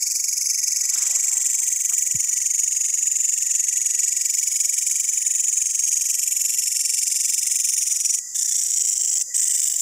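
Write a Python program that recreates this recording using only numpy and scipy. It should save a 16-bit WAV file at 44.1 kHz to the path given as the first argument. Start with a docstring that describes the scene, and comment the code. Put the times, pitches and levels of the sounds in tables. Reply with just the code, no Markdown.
"""Night in the grass: far insects sing on while a phone is carried slowly towards a trilling katydid.
Each wingbeat drags a scraper along a toothed file; the strikes ring the wing and scatter in the grass.
Around 1 s the wing comes to face the phone and plants rustle; just after 2 s a step thuds.
Faint, short tones come and go far off, perhaps a dog. From about 6 s the phone closes in.
At 8.2 s the even trill stops, then the song resumes in two faster, raspier bursts."""
import sys
import numpy as np
from scipy import signal
from scipy.fft import rfft, irfft, next_fast_len
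from scipy.io import wavfile
from scipy.ndimage import uniform_filter1d, minimum_filter1d

SR = 44100
rng = np.random.default_rng(int(sys.argv[2]) if len(sys.argv) > 2 else 0)


def wrap_up_sound(samples):
    """Save the sound to the file named by the first command line argument, as 16-bit audio."""
    columns = np.atleast_2d(samples).T
    # keep every value between -1 and 1, then stretch to whole-number steps
    tamed = np.clip(columns, -1, 1)
    steps = np.round(tamed * 32767).astype(np.int16)
    wavfile.write(sys.argv[1], SR, steps)


N = 432621
TIME = np.arange(N) / SR


def undb(db):
    """Decibels to gain."""
    return 10 ** (np.asarray(db) / 20)


def unit(x):
    """Scale to rms 1."""
    return x / np.sqrt(np.mean(x ** 2) + 1e-18)


def curves(table, at):
    """Read a table as automation: straight lines between breakpoints along its first column."""
    key, *columns = np.transpose(table)
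    return [np.interp(at, np.sort(key), column) for column in columns]


def spectral(x, gain):
    """Filter by a gain given as a function of frequency."""
    size = next_fast_len(len(x) + 4096)
    hz = np.arange(size // 2 + 1) * SR / size + 1
    return irfft(rfft(x, size) * gain(hz), size)[:len(x)]


def equalise(x, points):
    """Apply an EQ curve of (frequency [Hz], gain [dB]) points."""
    hz, db = np.transpose(points)
    return spectral(x, lambda f: undb(np.interp(np.log(f), np.log(hz), db)))


def lowpass(x, hz):
    """Keep the part of a sound under a steep cutoff."""
    return spectral(x, lambda f: 1 / (1 + (f / hz) ** 20))


def band_noise(hz, width_hz, size=N):
    """Noise in a steep-sided resonance, rms 1."""
    noise = rng.standard_normal(size)
    return unit(spectral(noise, lambda f: 1 / (1 + ((f * f - hz * hz) / (f * width_hz)) ** 4)))


def wobble(rate_hz):
    """A smooth random modulator, rms 1."""
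    hold = int(SR / rate_hz)
    points = rng.standard_normal(N // hold + 2)
    ramps = np.interp(np.arange(N) / hold, np.arange(len(points)), points)
    return unit(uniform_filter1d(ramps, hold))


# Tone of the bed, far insects and night air: (frequency [Hz], relative level [dB])
CHORUS_EQ = [(30, -46), (60, -28), (110, -26.5), (250, -33.5), (500, -38), (1500, -38.5), (4300, -38.5),
             (4900, -9.5), (5600, -11.5), (6200, -0.5), (7200, 3), (8500, -12), (10500, -19), (15500, -26)]

def far_chorus():
    """Far insects blend into a smooth, high bed over a faint rumble."""
    bed = unit(equalise(rng.standard_normal(N), CHORUS_EQ))
    return bed * undb(-33 + 0.69 * wobble(rate_hz=30))


# Cricket cues: (start [s], end [s], level [dB])
CRICKET_PHRASES = [(.5, 2.55, -54), (3.45, 4.3, -54), (5.03, 5.5, -56), (8.21, 8.33, -56),
                   (9.29, 9.58, -49.5)]

def cricket(fade_s=0.028, floor_db=-60.5):
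    """One low, wavering cricket in the distance, chirring faintly between its phrases."""
    phrases = sum(undb(db) * np.clip(np.minimum(TIME - start, end - TIME) / fade_s + .5, 0, 1)
                  for start, end, db in CRICKET_PHRASES)
    envelope = np.maximum(phrases, undb(floor_db))
    return band_noise(hz=1954, width_hz=105) * envelope * undb(wobble(rate_hz=27))


def stirrings(count, level_db=-74.5, spread_db=3.5, centre_hz=900, half_length_s=0.063):
    """Random rustle cues for grass stirring faintly underfoot."""
    times = (np.arange(count) + rng.random(count)) * TIME[-1] / count
    strong, high, long = rng.standard_normal((count, 3)).T
    hz = centre_hz * np.exp(0.32 * high)
    return list(zip(times, level_db + spread_db * strong, hz, 0.34 * hz, half_length_s * np.exp(.5 * long)))


# Cues for rustles (wide bands) and far-off tones (narrow bands):
# (peak time [s], level [dB], centre [Hz], width [Hz], half-length [s])
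RUSTLE_AND_TONE_CUES = [(0.837, -63, 1240, 1200, .15), (1.011, -47.5, 1440, 1380, .12),
                        (1.049, -48.5, 3300, 1800, 0.2), (1.09, -69, 350, 400, 0.61),
                        (1.12, -53, 630, 453, 0.076), (1.18, -54, 1310, 1900, 0.43),
                        (1.328, -57.5, 900, 600, .11), (1.577, -59.5, 957, 70, 0.082),
                        (1.92, -49.5, 1170, 1000, 0.028), (2.295, -62, 1300, 700, 0.14),
                        (4.689, -64, 595, 300, 0.085), (6.447, -65, 810, 200, .05),
                        (6.792, -73, 800, 200, .18), (7.457, -62, 1230, 400, 0.067),
                        (7.926, -54, 900, 700, 0.018), (9.29, -62.5, 514, 120, .027)]

def rustles_and_far_tones():
    """Rustling plants, and a few faint, short, far-off tones, perhaps a dog: swells of band noise."""
    out = np.zeros(N)
    flutter = unit(undb(2.8 * wobble(rate_hz=200)))
    for peak_s, db, hz, width_hz, half_length_s in RUSTLE_AND_TONE_CUES + stirrings(count=16):
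        start = int(max(peak_s - .5, 0) * SR)
        span = slice(start, min(start + SR, N))
        swell = np.exp(-2 * ((TIME[span] - peak_s) / half_length_s) ** 2)
        band = band_noise(hz, width_hz, size=SR)[:len(swell)]
        out[span] += undb(db) * swell * flutter[span] * band
    return out


def footstep(at_s=2.1452, level_db=-29.5, start_hz=183.53, attack_s=0.007, sag_s=0.034):
    """A soft thud whose pitch sags as the soil gives."""
    t = np.maximum(TIME - at_s, 0)
    rise = t / attack_s
    phase = 2 * np.pi * start_hz * sag_s * (1 - np.exp(-t / sag_s))
    return undb(level_db) * rise * np.exp(1 - rise) * np.sin(phase)


def grass(x, near_db, near_t60, far_db, far_t60, spots=12):
    """Nearby blades scatter the song and the garden adds a faint tail; the paths change along the walk."""
    t = np.arange(SR // 4) / SR
    decays = undb(-60 * t / np.array([[near_t60], [far_t60]]))
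    out = np.pad(x, (0, len(t)))
    for spot_s in np.linspace(0, TIME[-1], spots):
        near, far = rng.standard_normal((2, len(t))) * decays
        paths = undb(near_db) * near / np.linalg.norm(near) + undb(far_db) * far / np.linalg.norm(far)
        crossfade = 1 - np.abs(TIME - spot_s) * (spots - 1) / TIME[-1]
        here = np.flatnonzero(crossfade > 0)
        echo = signal.fftconvolve(x[here] * np.sqrt(crossfade[here]), paths)
        out[here[0]:here[0] + len(echo)] += echo
    return out[:N]


def wingbeats(start, end, period_s, slowing_s, settled_s=np.inf):
    """Times and periods of a run of wingbeats, each slower than the last until the tempo settles."""
    periods = np.minimum(period_s + slowing_s * np.arange(int((end - start) / period_s) + 1), settled_s)
    beats = start + np.cumsum(periods) - periods
    return beats[beats < end], periods[beats < end]


def scrape(beats, beats_db, stroke, speed_spread, time_scale=1, waver_depth=.06, roughness=7):
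    """Tooth strikes on the file: the scraper's speed sets their rate; it skips where it runs unevenly."""
    max_teeth, oversample = 300, 8
    ms = np.linspace(stroke[0][0], stroke[-1][0], 1000)
    teeth_passed = np.cumsum(curves(stroke, ms)[0]) * (ms[1] - ms[0]) / 1000
    tooth_ms = np.interp(np.arange(min(int(teeth_passed[-1]), max_teeth)), teeth_passed, ms)
    hz, force_db, uneven = curves(stroke, tooth_ms)
    slip, catch, grip, drag = rng.standard_normal((4, len(beats), max_teeth))[:, :, :len(hz)]
    stretch = time_scale + speed_spread * rng.standard_normal((len(beats), 1))
    # the scraper's speed wavers within a stroke, so no two chirps bend alike
    waver = np.cumsum(waver_depth * uniform_filter1d(drag, size=7, axis=1) / hz, axis=1)
    strike_s = beats[:, None] + stretch * tooth_ms / 1000 + waver + uneven * slip / hz
    # single teeth catch harder or softer, and the grip comes and goes over runs of teeth
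    grit = catch + 4 * uniform_filter1d(grip, size=9, axis=1)
    force = undb(beats_db[:, None] + force_db + roughness * np.sqrt(np.abs(uneven)) * grit)
    # strikes fall between samples, so they are laid on a finer grid
    slots = np.abs(strike_s.ravel() * SR * oversample).astype(int)
    clicks = np.bincount(slots, force.ravel(), N * oversample)[:N * oversample]
    return signal.resample_poly(clicks, 1, oversample)


# Opening and closing strokes of a raspy wingbeat, at the settled tempo:
# (time from the beat [ms], tooth rate [Hz], relative force [dB], unevenness [0-1])
BURST_OPEN = [(-33, 2600, -16.5, 0.26), (-28, 2900, -6.5, 0.24), (-23, 3200, -5.5, .25),
              (-18, 6500, -11.5, 0.14)]
BURST_CLOSE = [(-14, 3300, -2, 0.21), (-9, 3200, 0, .2), (-3.5, 5700, -6, 0.13), (-1.5, 6500, -3.5, 0.13),
               (0, 7880, .5, .055), (2.5, 8400, -18, 0.12)]
# Wing resonance in the bursts: (frequency [Hz], relative gain [dB])
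BURST_EQ = [(1000, -58), (1400, -53), (1750, -23.5), (2600, -28), (3400, -19), (4200, -32.5), (5200, -12.5),
            (6300, -2), (7800, -1.5), (9000, -10.5), (10500, -17.5), (13300, -25.5), (15200, -20.5)]
# Burst cues: (first beat [s], end [s], first period [s], level [dB])
BURST_CUES = [(8.3677, 9.24, .032, -19.1), (9.3672, 9.82, .0382, -18.2)]

def katydid_bursts(settled_s=.0405, scatter_db=0.9, lead_periods=.66):
    """Faster, rougher wingbeats, each ending in an upward flick that meets the wing's resonance."""
    out = np.zeros(N)
    for start, end, period_s, db in BURST_CUES:
        beats, periods = wingbeats(start, end, period_s, slowing_s=.0005, settled_s=settled_s)
        time_scale = periods[:, None] / settled_s  # a hurried start, with shorter strokes
        beats_db = np.linspace(0.1, 0, len(beats)) + scatter_db * rng.standard_normal(len(beats))
        strikes = scrape(beats, beats_db, BURST_OPEN + BURST_CLOSE, 0.0204, time_scale)
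        strikes *= TIME > start - lead_periods * period_s  # the wings start half open
        wing = equalise(strikes, BURST_EQ)
        song = grass(wing, near_db=-0.5, near_t60=0.018, far_db=-10.5, far_t60=0.051, spots=24)
        burst_rms = np.sqrt(np.mean(song[(TIME > start) & (TIME < end)] ** 2))
        out += undb(db) * song / burst_rms
    return out


def levelled(x, end_s):
    """Ride the gain to rms 1 over several wingbeats, freezing it shortly before the end."""
    power = uniform_filter1d(uniform_filter1d(x ** 2, SR // 3), SR // 4)
    freeze_s = end_s - 1 / 3
    return x / np.sqrt(np.where(TIME < freeze_s, power, power[int(freeze_s * SR)]) + 1e-18)


# Soft opening and loud closing strokes of a trill wingbeat:
# (time from the beat [ms], tooth rate [Hz], relative force [dB], unevenness [0-1])
TRILL_OPEN = [(-21, 2300, -17.5, 0.16), (-17, 1850, -8, .08), (-10.5, 1850, -5, .1), (-7, 6400, -15, .11)]
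TRILL_CLOSE = [(-4.5, 3000, -3, 0.076), (-2, 2280, 0.5, .025), (2, 2250, 0, 0.026), (5.5, 2900, 1.5, 0.047),
               (7.5, 6800, -9.5, 0.21), (10, 5900, -8.5, 0.15), (14, 6400, -12, .11),
               (21, 6500, -24.5, 0.16)]
# Wing resonance turned aside, facing the phone and close up: (frequency [Hz], relative gain [dB])
ASIDE_EQ = [(100, -68), (1000, -32), (1700, -25), (2250, -12.5), (3300, -33.5), (4000, -25.5),
            (4800, -10.5), (5700, 3), (6900, 0.5), (8000, -4.5), (10400, -6.5), (11100, -2.5), (13000, -20),
            (15300, -8)]
FACING_EQ = [(1000, -61), (1700, -30.5), (2300, -24.5), (3100, -25.5), (4100, -30.5), (4800, -16),
             (5600, -4), (6900, 10.5), (8000, -0.5), (9400, -7.5), (10300, -12.5), (11300, -11.5),
             (13000, -25.5), (15300, -17.5)]
CLOSE_EQ = [(100, -70), (1000, -47), (1700, -26.5), (2300, -14.5), (3100, -17.5), (4200, -21),
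            (4800, -20.5), (5350, 1), (6000, 0.5), (6900, 5), (8000, -2), (9400, -6.5), (10300, -15),
            (13000, -24.5), (15300, -24)]
# Band faders as the phone moves: (time [s], ring level [dB], buzz re ring [dB], sheen re ring [dB])
TRILL_FADERS = [(.25, -23.3, -22.5, -7.5), (1.1, -21.5, -21.5, -10), (1.85, -23, -21, -7),
                (2.9, -21.5, -23, -11.5), (4.9, -22.5, -19, -6.5), (5.7, -21, -22.5, -9),
                (6.35, -23.5, -18, -4.5), (7.4, -23.5, -17.5, -2.5), (8.15, -21.5, -21.5, -6)]

def katydid_trill(start_s=.0259, end_s=8.192, buzz_top_hz=4100, ring_top_hz=8100):
    """About 23 wingbeats a second; the wing beams its low buzz, ring and upper sheen differently."""
    beats, _ = wingbeats(start_s, end_s, period_s=.043357, slowing_s=5.2e-6)  # the insect tires
    beats += np.interp(beats, (end_s - .35, end_s), (0, .01))  # the last beats drag
    late, strong = rng.standard_normal((len(beats), 2)).T
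    beats_db = 0.59 * strong - 5 * (beats > beats[-2])  # the last beat is weak
    strikes = scrape(beats + 0.00045 * late, beats_db, TRILL_OPEN + TRILL_CLOSE, speed_spread=.015)
    strikes *= np.clip((end_s - TIME) / 0.0037, 0, 1)  # and breaks off halfway
    facing = np.interp(TIME, (0.57, 1.4), (0, 1))  # the wing comes to face the phone
    close = np.interp(TIME, (5.74, 7.27), (0, 1))  # the phone closes in
    wing = ((1 - facing) * equalise(strikes, ASIDE_EQ)
            + (facing - close) * equalise(strikes, FACING_EQ)
            + close * equalise(strikes, CLOSE_EQ))
    # blades scatter the short waves of the ring more than the long ones of the buzz
    buzz = lowpass(grass(wing, near_db=-6.5, near_t60=0.028, far_db=-20.5, far_t60=0.02), buzz_top_hz)
    scattered = grass(wing, near_db=2, near_t60=.02, far_db=-9.5, far_t60=0.24, spots=24)
    sheen = scattered - lowpass(scattered, ring_top_hz)
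    ring = scattered - sheen - lowpass(scattered, buzz_top_hz)
    # the fast run-out of the closing stroke, 10 ms after the beat, drives the buzz less
    since_beat = TIME - beats[np.maximum(np.searchsorted(beats, TIME) - 1, 0)]
    buzz *= undb(-5.5 * np.exp(-((since_beat - 0.01) / 0.004) ** 4))
    ring, buzz, sheen = (levelled(band, end_s) for band in (ring, buzz, sheen))
    ring_db, buzz_db, sheen_db = curves(TRILL_FADERS, TIME)
    return undb(ring_db) * (ring + undb(buzz_db) * buzz + undb(sheen_db) * sheen)


def scene():
    """The katydid in front of the garden's night sounds, in mono."""
    katydid = katydid_trill() + katydid_bursts()
    garden = far_chorus() + cricket() + rustles_and_far_tones() + footstep()
    return (garden + katydid)[None]


def record(dry):
    """The phone's limiter holds down the highest peaks, then the top is cut."""
    ceiling, hold, top_hz = .39, SR // 250, 15500
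    gain = ceiling / np.maximum(np.abs(dry), ceiling)
    smooth_gain = uniform_filter1d(minimum_filter1d(gain, hold), hold)
    high_cut = signal.ellip(10, .2, 80, top_hz, fs=SR, output="sos")
    return signal.sosfilt(high_cut, dry * smooth_gain)


dry = scene()
out = record(dry)
wrap_up_sound(out)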